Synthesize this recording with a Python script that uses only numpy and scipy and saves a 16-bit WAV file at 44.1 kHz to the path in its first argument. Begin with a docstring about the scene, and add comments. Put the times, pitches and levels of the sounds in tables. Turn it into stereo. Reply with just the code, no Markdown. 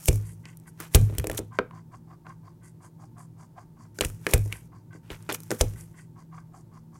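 """Rabbit biting a raw carrot

The carrot stands on a board, a hand's width from one microphone. Bites crack and tear it as noise
bursts and dense grit; tugs jolt the board into a low ring of decaying sines. Molar strokes, mostly
between bites, are grit ringing mouth resonances, with juice hiss. A faint hum of narrow noise bands,
a sine and a broad murmur fills the room. Only the left channel is wired; the hardest bites clip it."""
import sys
import numpy as np
from scipy import signal
from scipy.fft import rfft, irfft, next_fast_len
from scipy.io import wavfile
from scipy.ndimage import uniform_filter1d

SR = 44100
rng = np.random.default_rng(int(sys.argv[2]) if len(sys.argv) > 2 else 0)


def wrap_up_sound(samples):
    """Save the sound to the file named by the first command line argument, as 16-bit audio."""
    columns = np.atleast_2d(samples).T
    # keep every value between -1 and 1, then stretch to whole-number steps
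    tamed = np.clip(columns, -1, 1)
    steps = np.round(tamed * 32767).astype(np.int16)
    wavfile.write(sys.argv[1], SR, steps)


N = 308259  # length in samples


def undb(db):
    """Turn dB into gain."""
    return 10 ** (np.asarray(db) / 20)


def unit(x):
    """Scale to rms 1."""
    return x / np.sqrt(np.mean(x ** 2))


def band(x, hz, width):
    """Two-pole resonance, gain 1 at the centre."""
    hz = np.clip(hz, 20, .42 * SR)
    b, a = signal.iirpeak(hz, hz / np.clip(width, 1, SR / 3), SR)
    return signal.lfilter(b, a, x)


def colour(x, points):
    """Shape a spectrum by (Hz, dB) points, joined by lines over log frequency."""
    hz, db = np.transpose(points)
    size = next_fast_len(len(x))
    freqs = np.maximum(np.arange(size // 2 + 1) * SR / size, 1)
    gain = undb(np.interp(np.log(freqs), np.log(hz), db))
    return irfft(rfft(x, size) * gain, size)[:len(x)]


def grit(size, burst_db, smear_s):
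    """Noise of bursting cells: grains of very uneven size, smeared into each other."""
    hold = max(int(smear_s * SR), 1)
    sizes = undb(burst_db * np.minimum(rng.exponential(size=size // hold + 1), 3.5))
    envelope = uniform_filter1d(np.repeat(sizes, hold)[:size], hold)
    return unit(rng.standard_normal(size) * envelope)


def add(out, start_s, x):
    """Mix x into out from a start time."""
    i = max(int(start_s * SR), 0)
    out[i:i + len(x)] += x[:N - i]


def hum():
    """One steady and several wavering low tones over the broad murmur of the room."""
    # wavering tones, noise through narrow bands: centre_hz [Hz], width_hz of the narrower filter [Hz],
    # level_db [dB rms before the mic gain]
    waver_bands = [(105.05, 4, -55.5), (119.1, 4, -54), (161.9, 4.2, -59), (229, 3.8, -63.5),
                   (301, 5, -69.5), (346, 10, -67), (369, 8, -76), (902, 46, -72)]
    # steady sine: pitch_hz [Hz], level_db [dB rms before the mic gain]
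    drone_hz, drone_db = (162, -51)
    # tone of the murmur: freq_hz [Hz], density_db [relative dB per Hz]
    murmur_curve = [(15, -37), (25, -15), (53, -10.5), (96, -11), (161, -1.5), (210, -13), (324, -15),
                    (485, -24.5), (1090, -35), (2580, -46.5), (7800, -46), (15700, -45.5)]
    murmur_db = -53.5

    tones = np.zeros(N)
    for hz, width, db in waver_bands:
        narrow = band(rng.standard_normal(N), hz, width)
        tones += undb(db) * unit(band(narrow, hz, 3 * width))
    drone = undb(drone_db) * unit(np.sin(2 * np.pi * drone_hz * np.arange(N) / SR))
    murmur = undb(murmur_db) * unit(colour(rng.standard_normal(N), murmur_curve))
    return drone + tones + murmur


def room(x):
    """A short dull tail from the walls: decaying filtered noise, convolved with the sound."""
    t60_s, tail_db, tone_hz = 0.24, -23, 2500
    t = np.arange(SR // 2) / SR
    fade_in = np.minimum(t / 0.0023, 1)
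    noise = band(rng.standard_normal(len(t)), tone_hz / 3, tone_hz)
    tail = noise * 1000. ** (-t / t60_s) * fade_in
    return undb(tail_db) * signal.fftconvolve(x, tail / np.sqrt(np.sum(tail ** 2)))[:N]


def board(force):
    """The board on its table rings in its modes, a sum of decaying sines, when it is pushed."""
    # modes: pitch_hz [Hz], swing [relative gain, sign is direction], t60_s [s];
    # the close modes near 100 Hz cancel at first, so that ring swells late
    board_modes = [(30.9, -.086, .26), (58.6, .023, .63), (81.1, .379, .067), (98.35, -1.206, .126),
                   (101.07, 1.577, .131), (104.4, -.357, .331), (154, -.027, .29), (197, -.081, .03),
                   (231, .02, .15), (290, -.02, .12), (335, .03, .08), (380, -.03, .08), (435, .05, .09),
                   (495, -.04, .1), (680, .025, .08), (765, -.02, .1), (960, .015, .08)]
    t = np.arange(SR) / SR
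    ring = sum(swing * np.sin(2 * np.pi * hz * t) * 1000. ** (-t / t60) for hz, swing, t60 in board_modes)
    return signal.fftconvolve(force, ring)[:N]


def jolts():
    """A tug presses the board down for a moment, then lets it swing and rattle on the table."""
    # tugs that jolt the board: start_s [s], strength_db [relative dB], push_s [s]
    tugs = [(0.0865, 5.5, 0.0026), (0.9483, 12.5, 0.0041), (1.181, -8, 0.0026), (1.196, -7, 0.003),
            (1.239, -21, 0.0018), (1.273, -25, 0.0018), (1.294, -14, 0.002), (1.393, -21.5, 0.0022),
            (1.592, -25, 0.002), (4.013, -14, 0.001), (4.052, -7, 0.0052), (4.34, 5.5, 0.0032),
            (5.111, -20, 0.0064), (5.606, 4, 0.0097)]
    force, shake = np.zeros((2, N))
    t = np.arange(SR // 2) / SR
    for start_s, db, push_s in tugs:
        push = np.hanning(max(int(push_s * SR), 8))
        add(force, start_s, -undb(db) * push / push.sum())
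        add(shake, start_s, undb(db) * 1000. ** (-t / 0.9))
    loose_grit = band(band(grit(N, 4.9, .006), 170, 160), 200, 300)
    rattle = undb(-45) * shake * loose_grit
    return board(force + rattle)


def chewing():
    """Molars slide over pulp: dull grit rings the mouth, with a hiss of squeezed juice."""
    # molar strokes: start_s [s, nominal], length_s [s], grind_db [relative dB],
    # grind_hz [Hz, centre 0.4 of the way through], hiss_db [relative dB]
    strokes = [(0.235, .15, -48, 2100, -52), (0.445, .13, -40, 2200, -61), (0.668, .055, -44.5, 1540, -53),
               (1.522, .11, -40, 1250, -62.5), (1.728, .13, -42.5, 1120, -66.5),
               (1.915, .1, -45.5, 1010, -64.5), (2.079, .115, -48, 900, -71), (2.257, .12, -40, 1080, -65),
               (2.437, .12, -50, 1054, -70), (2.625, .115, -46.5, 1650, -57),
               (2.811, .11, -45.5, 1050, -58.5), (2.991, .115, -44.5, 708, -64),
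               (3.169, .125, -41.5, 960, -57.5), (3.375, .125, -47, 950, -62),
               (3.561, .12, -41, 833, -65.5), (3.779, .14, -48.5, 1107, -64.5),
               (4.504, .15, -38.5, 2360, -51.5), (4.73, .12, -48, 1090, -69.5), (4.919, .1, -46, 1540, -63),
               (5.757, .14, -46.5, 2190, -51), (5.945, .15, -45.5, 2000, -58.5),
               (6.166, .11, -46.5, 1054, -65.5), (6.323, .14, -42, 1070, -65), (6.53, .13, -43.5, 732, -61),
               (6.726, .115, -49, 1064, -67), (6.928, .11, -52, 1090, -64)]
    # mouth resonances: centre_hz [Hz], width_hz of the wider filter [Hz], level_db [relative dB]
    mouth_modes = [(775, 240, 1), (1054.5, 300, 4), (1310, 390, -13), (1532, 160, -3.5), (1990, 360, -2.5),
                   (2626, 430, -9), (3046, 360, -11.5)]
    # tone of the juice hiss: freq_hz [Hz], density_db [relative dB per Hz]
    juice_curve = [(3600, -36), (4300, -6.5), (4700, 1), (5200, -6), (6500, -2.5), (9000, -1.5),
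                   (12000, -4.5), (13500, -17), (16000, -25)]
    # juice squeezed harder hisses higher; ref_hz holds at ref_db
    ref_hz, ref_db, oct_per_db = 6800, -62, .06

    out = np.zeros(N)
    dull = grit(N, 4.5, .008)
    wet = unit(colour(grit(N, 3.4, 0.0015), juice_curve))
    mouth_rings = [unit(band(band(dull, hz, width), hz, 0.66 * width)) for hz, width, _ in mouth_modes]
    for start_s, length_s, grind_db, grind_hz, hiss_db in strokes:
        i = int(start_s * SR)
        u = np.linspace(0, 1, int(length_s * SR))  # progress through the stroke
        # the jaw closes fast and eases off slowly
        swell = np.sin(np.pi * u ** 0.62) ** 1.9
        # the closing mouth favours higher and higher resonances
        centre = grind_hz * 2 ** (.6 * (u - .4))
        grind = np.zeros(len(u))
        for (mode_hz, _, mode_db), ring in zip(mouth_modes, mouth_rings):
            octaves_off = abs(np.log2(mode_hz / centre))
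            grind += undb(mode_db - 11 * octaves_off) * np.resize(ring[i:], len(u))
        add(out, start_s - .015, undb(grind_db - 9.5) * swell * grind)

        hiss_hz = ref_hz * 2 ** (oct_per_db * (hiss_db - ref_db))
        hiss = band(np.resize(wet[i:], len(u)), hiss_hz, 0.5 * hiss_hz)
        hiss = unit(band(hiss, hiss_hz, 3.6 * hiss_hz))
        add(out, start_s - .002, undb(hiss_db) * swell ** 1.2 * hiss)
    return out


def tearing():
    """Cells burst in dense runs while the teeth are in the carrot, hardest during a scrape."""
    # flesh tearing, one curve per mouthful: time_s [s], fizz_db [dB], crunch_db [dB], before the mic gain
    mouthfuls = [
        [(0.0, -48, -57), (0.138, -44, -63), (0.262, -66, -61), (0.404, -72, -80), (0.78, -75, -75)],
        [(0.775, -66, -62), (0.861, -58, -53), (0.9, -66, -70), (0.987, -46.5, -61), (1.13, -59, -57),
         (1.201, -57, -53), (1.261, -56, -62), (1.36, -52, -52), (1.5, -78, -85)],
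        [(3.945, -60, -66), (4.056, -44, -70), (4.186, -66, -68), (4.326, -46, -49), (4.436, -53, -66),
         (4.556, -62, -62), (4.68, -69, -75)],
        [(5.03, -76, -68), (5.09, -68, -59), (5.154, -62.5, -66), (5.284, -65.5, -62), (5.384, -59, -67),
         (5.494, -59.5, -62), (5.65, -49, -61), (5.776, -62, -62), (5.95, -70, -77)],
    ]
    # incisors scraping through flesh: start_s [s], length_s [s], rise [share of the length spent swelling],
    # fizz_db [dB at the peak, before the mic gain], crunch_db [likewise]
    scrapes = [(0.055, 0.052, 0.47, -30, -50), (0.79, 0.12, 0.13, -45, -42), (0.904, 0.058, 0.96, -36, -43),
               (0.947, 0.038, 0.13, -33, -23), (1.368, 0.033, 0.3, -24.5, -43),
               (4.003, 0.088, 0.13, -47, -33), (4.268, 0.062, 0.38, -42, -48),
               (4.309, 0.074, 0.4, -35, -35), (4.505, 0.061, .3, -57, -49), (5.092, 0.1, 0.24, -50, -41),
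               (5.29, 0.055, 0.16, -45, -28), (5.322, 0.056, 0.44, -32, -38.5),
               (5.5, 0.11, 0.14, -42.5, -44), (5.577, .03, 0.71, -39, -50), (5.6, 0.063, .08, -37, -40)]
    # tone of the fizz: freq_hz [Hz], density_db [relative dB per Hz]
    fizz_curve = [(1470, -37), (2500, -15), (3010, -10), (3510, -13.5), (5070, -2.5), (5520, 3),
                  (12500, 3.5), (15700, -5)]

    fizz = unit(colour(grit(N, 3.6, .0012), fizz_curve))
    crunch = unit(band(band(grit(N, 3.5, 0.0027), 1000, 2200), 1300, 2800))
    t = np.arange(N) / SR
    fizz_gain, crunch_gain = np.zeros((2, N))
    for time_s, fizz_db, crunch_db in map(np.transpose, mouthfuls):
        inside = (t >= time_s[0]) & (t <= time_s[-1])
        fizz_gain += inside * undb(np.interp(t, time_s, fizz_db))
        crunch_gain += inside * undb(np.interp(t, time_s, crunch_db))
    for start_s, length_s, rise, fizz_db, crunch_db in scrapes:
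        u = np.linspace(0, 1, max(int(length_s * SR), 8))
        swell = np.interp(u, [0, np.clip(rise, .02, .98), 1], [0, 1, 0]) ** 2.4
        add(fizz_gain, start_s, undb(fizz_db) * swell)
        add(crunch_gain, start_s, undb(crunch_db) * swell)
    return fizz * fizz_gain + crunch * crunch_gain


def burst(noise, t60, hz, width, strike):
    """A sharp first strike and a quick spit of noise, ringing around hz; peak 1."""
    t = np.arange(len(noise)) / SR
    force = noise * 1000. ** (-t / t60) * np.minimum(t / (.03 * t60), 1)
    force[0] += strike
    spit = band(band(force, hz, width), hz, 2.0 * width)
    return spit / np.abs(spit).max()


def cracks():
    """Each crack is a bright spit, a snap of the carrot's body and a knock that rumbles on and rings the board."""
    # cracks and knocks heard singly: start_s [s], spit_db [dB peak before the mic gain], spit_hz [Hz],
    # snap_db [dB peak before the mic gain], snap_hz [Hz], knock_db [relative dB]
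    breaks = [(0.057, -17, 12600, -36, 3240, -52), (0.084, -6, 8400, -11.5, 2440, -16),
              (0.1112, -35, 10300, -35, 1483, -44), (0.129, -25.5, 8650, -42, 1820, -31),
              (0.1576, -25, 11600, -45, 1630, -39), (0.455, -36, 6000, -33, 2120, -46),
              (0.5713, -31, 12900, -70, 1110, -69), (0.5996, -40, 10800, -69, 1160, -66),
              (0.802, -23, 12400, -29, 1100, -35), (0.9387, -25, 10800, -34.5, 1693, -48),
              (0.9472, -3, 7570, -3, 3500, -13.5), (0.95, -1, 11500, -13, 3180, -18.5),
              (1.0131, -29, 8470, -43, 3880, -33), (1.099, -55, 9000, -55, 1100, -33),
              (1.126, -55, 9000, -55, 1100, -34), (1.151, -35, 11300, -42, 2100, -40),
              (1.1832, -13.5, 9420, -23, 2800, -30), (1.1978, -24, 10800, -26.5, 2040, -36),
              (1.2428, -25, 11600, -26, 2300, -22), (1.27, -18.5, 9330, -26, 1890, -26),
              (1.2981, -22.5, 9180, -21, 1540, -22), (1.3147, -24, 11100, -27, 2900, -29),
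              (1.331, -33, 10900, -36, 1200, -40), (1.348, -28, 11000, -34, 1200, -36),
              (1.3785, -35, 7310, -20, 3320, -47), (1.39, -23, 7790, -36, 1100, -23),
              (1.5883, -48.5, 5920, -8, 1300, -13), (1.71, -54.5, 7120, -36, 1080, -59),
              (2.2671, -52, 6230, -32, 1080, -52), (3.9875, -24.5, 5750, -25.5, 1507, -31),
              (4.009, -11.5, 7620, -8, 2700, -17), (4.0484, -13.5, 8680, -19, 2500, -29),
              (4.1001, -32, 9730, -40.5, 1357, -47), (4.2667, -20.5, 9010, -9, 1800, -20),
              (4.3095, -23, 7500, -38, 2620, -42), (4.3135, -22.5, 10600, -34, 2290, -31),
              (4.336, -5, 9430, -7, 2260, -14), (4.3786, -23, 11100, -41.5, 1190, -32),
              (4.4594, -37, 6500, -48, 1600, -36), (4.478, -35, 8500, -60, 1140, -60),
              (4.5256, -24.5, 8440, -18, 2300, -43), (4.95, -60, 8000, -55, 1500, -40),
              (5.103, -37, 5860, -25.5, 2600, -32), (5.2258, -36.5, 9190, -70, 1940, -55),
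              (5.2912, -29, 7210, -21, 1300, -25), (5.3008, -25.5, 6620, -24, 1600, -40),
              (5.3225, -25, 7100, -21, 3030, -28), (5.326, -19.5, 10500, -38, 1580, -39),
              (5.3467, -31, 9610, -24, 2730, -50), (5.4034, -30, 10300, -51.5, 1080, -46),
              (5.434, -31.5, 10800, -53, 1018, -65), (5.506, -17.5, 6150, -24, 1380, -22),
              (5.5145, -19.5, 8050, -17.5, 1330, -17), (5.6102, -5.5, 7220, -10.5, 2420, -12.5),
              (5.683, -39, 6200, -65, 2200, -60), (5.7367, -40, 7710, -49, 2200, -45),
              (5.8096, -35, 7500, -55, 2290, -65)]
    # a harder knock is higher in pitch; base_hz holds at 0 dB, before the random scatter
    base_hz, oct_per_db, scatter_oct = 580, .024, .12
    # the rough tail that follows a knock
    rumble_db, rumble_hz, rumble_t60_s = -11, 250, .16

    air, knock, rumble = np.zeros((3, N))
    noises = rng.standard_normal((len(breaks), 4, 4096))
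    for (start_s, spit_db, spit_hz, snap_db, snap_hz, knock_db), noise in zip(breaks, noises):
        # a bigger break splits more fibres and lasts longer
        spit_t60 = .03 * undb(.4 * spit_db)
        spit = burst(noise[0], spit_t60, spit_hz, .6 * spit_hz, strike=1.5)
        add(air, start_s, undb(spit_db) * spit)

        snap = burst(noise[1], 0.019, snap_hz, .48 * snap_hz, strike=6.8)
        add(air, start_s, undb(snap_db) * snap)

        knock_hz = base_hz * 2 ** (oct_per_db * knock_db + scatter_oct * noise[2, -1])
        thump = burst(noise[2], .006, knock_hz, 0.6 * knock_hz, strike=40.)
        add(knock, start_s, undb(knock_db) * thump)

        tail = burst(noise[3], rumble_t60_s, rumble_hz, rumble_hz, strike=0)
        add(rumble, start_s, undb(knock_db + rumble_db) * tail)
    return air + undb(3) * knock + rumble + undb(-15.5) * board(knock)


def scene():
    """All at one microphone, on the left; the right channel is silent."""
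    bites = cracks() + chewing() + tearing()
    left = bites + room(bites) + jolts() + hum()
    return np.array([left, np.zeros(N)])


def record(dry):
    """The input clips at full scale and a steep low-pass cuts the top."""
    mic_gain_db, top_hz = 4.5, 15875
    loud = np.clip(undb(mic_gain_db) * dry, -1, 1)
    low_pass = signal.ellip(8, .2, 70, top_hz, fs=SR, output="sos")
    return np.clip(signal.sosfilt(low_pass, loud), -1, 1)


dry = scene()
out = record(dry)
wrap_up_sound(out)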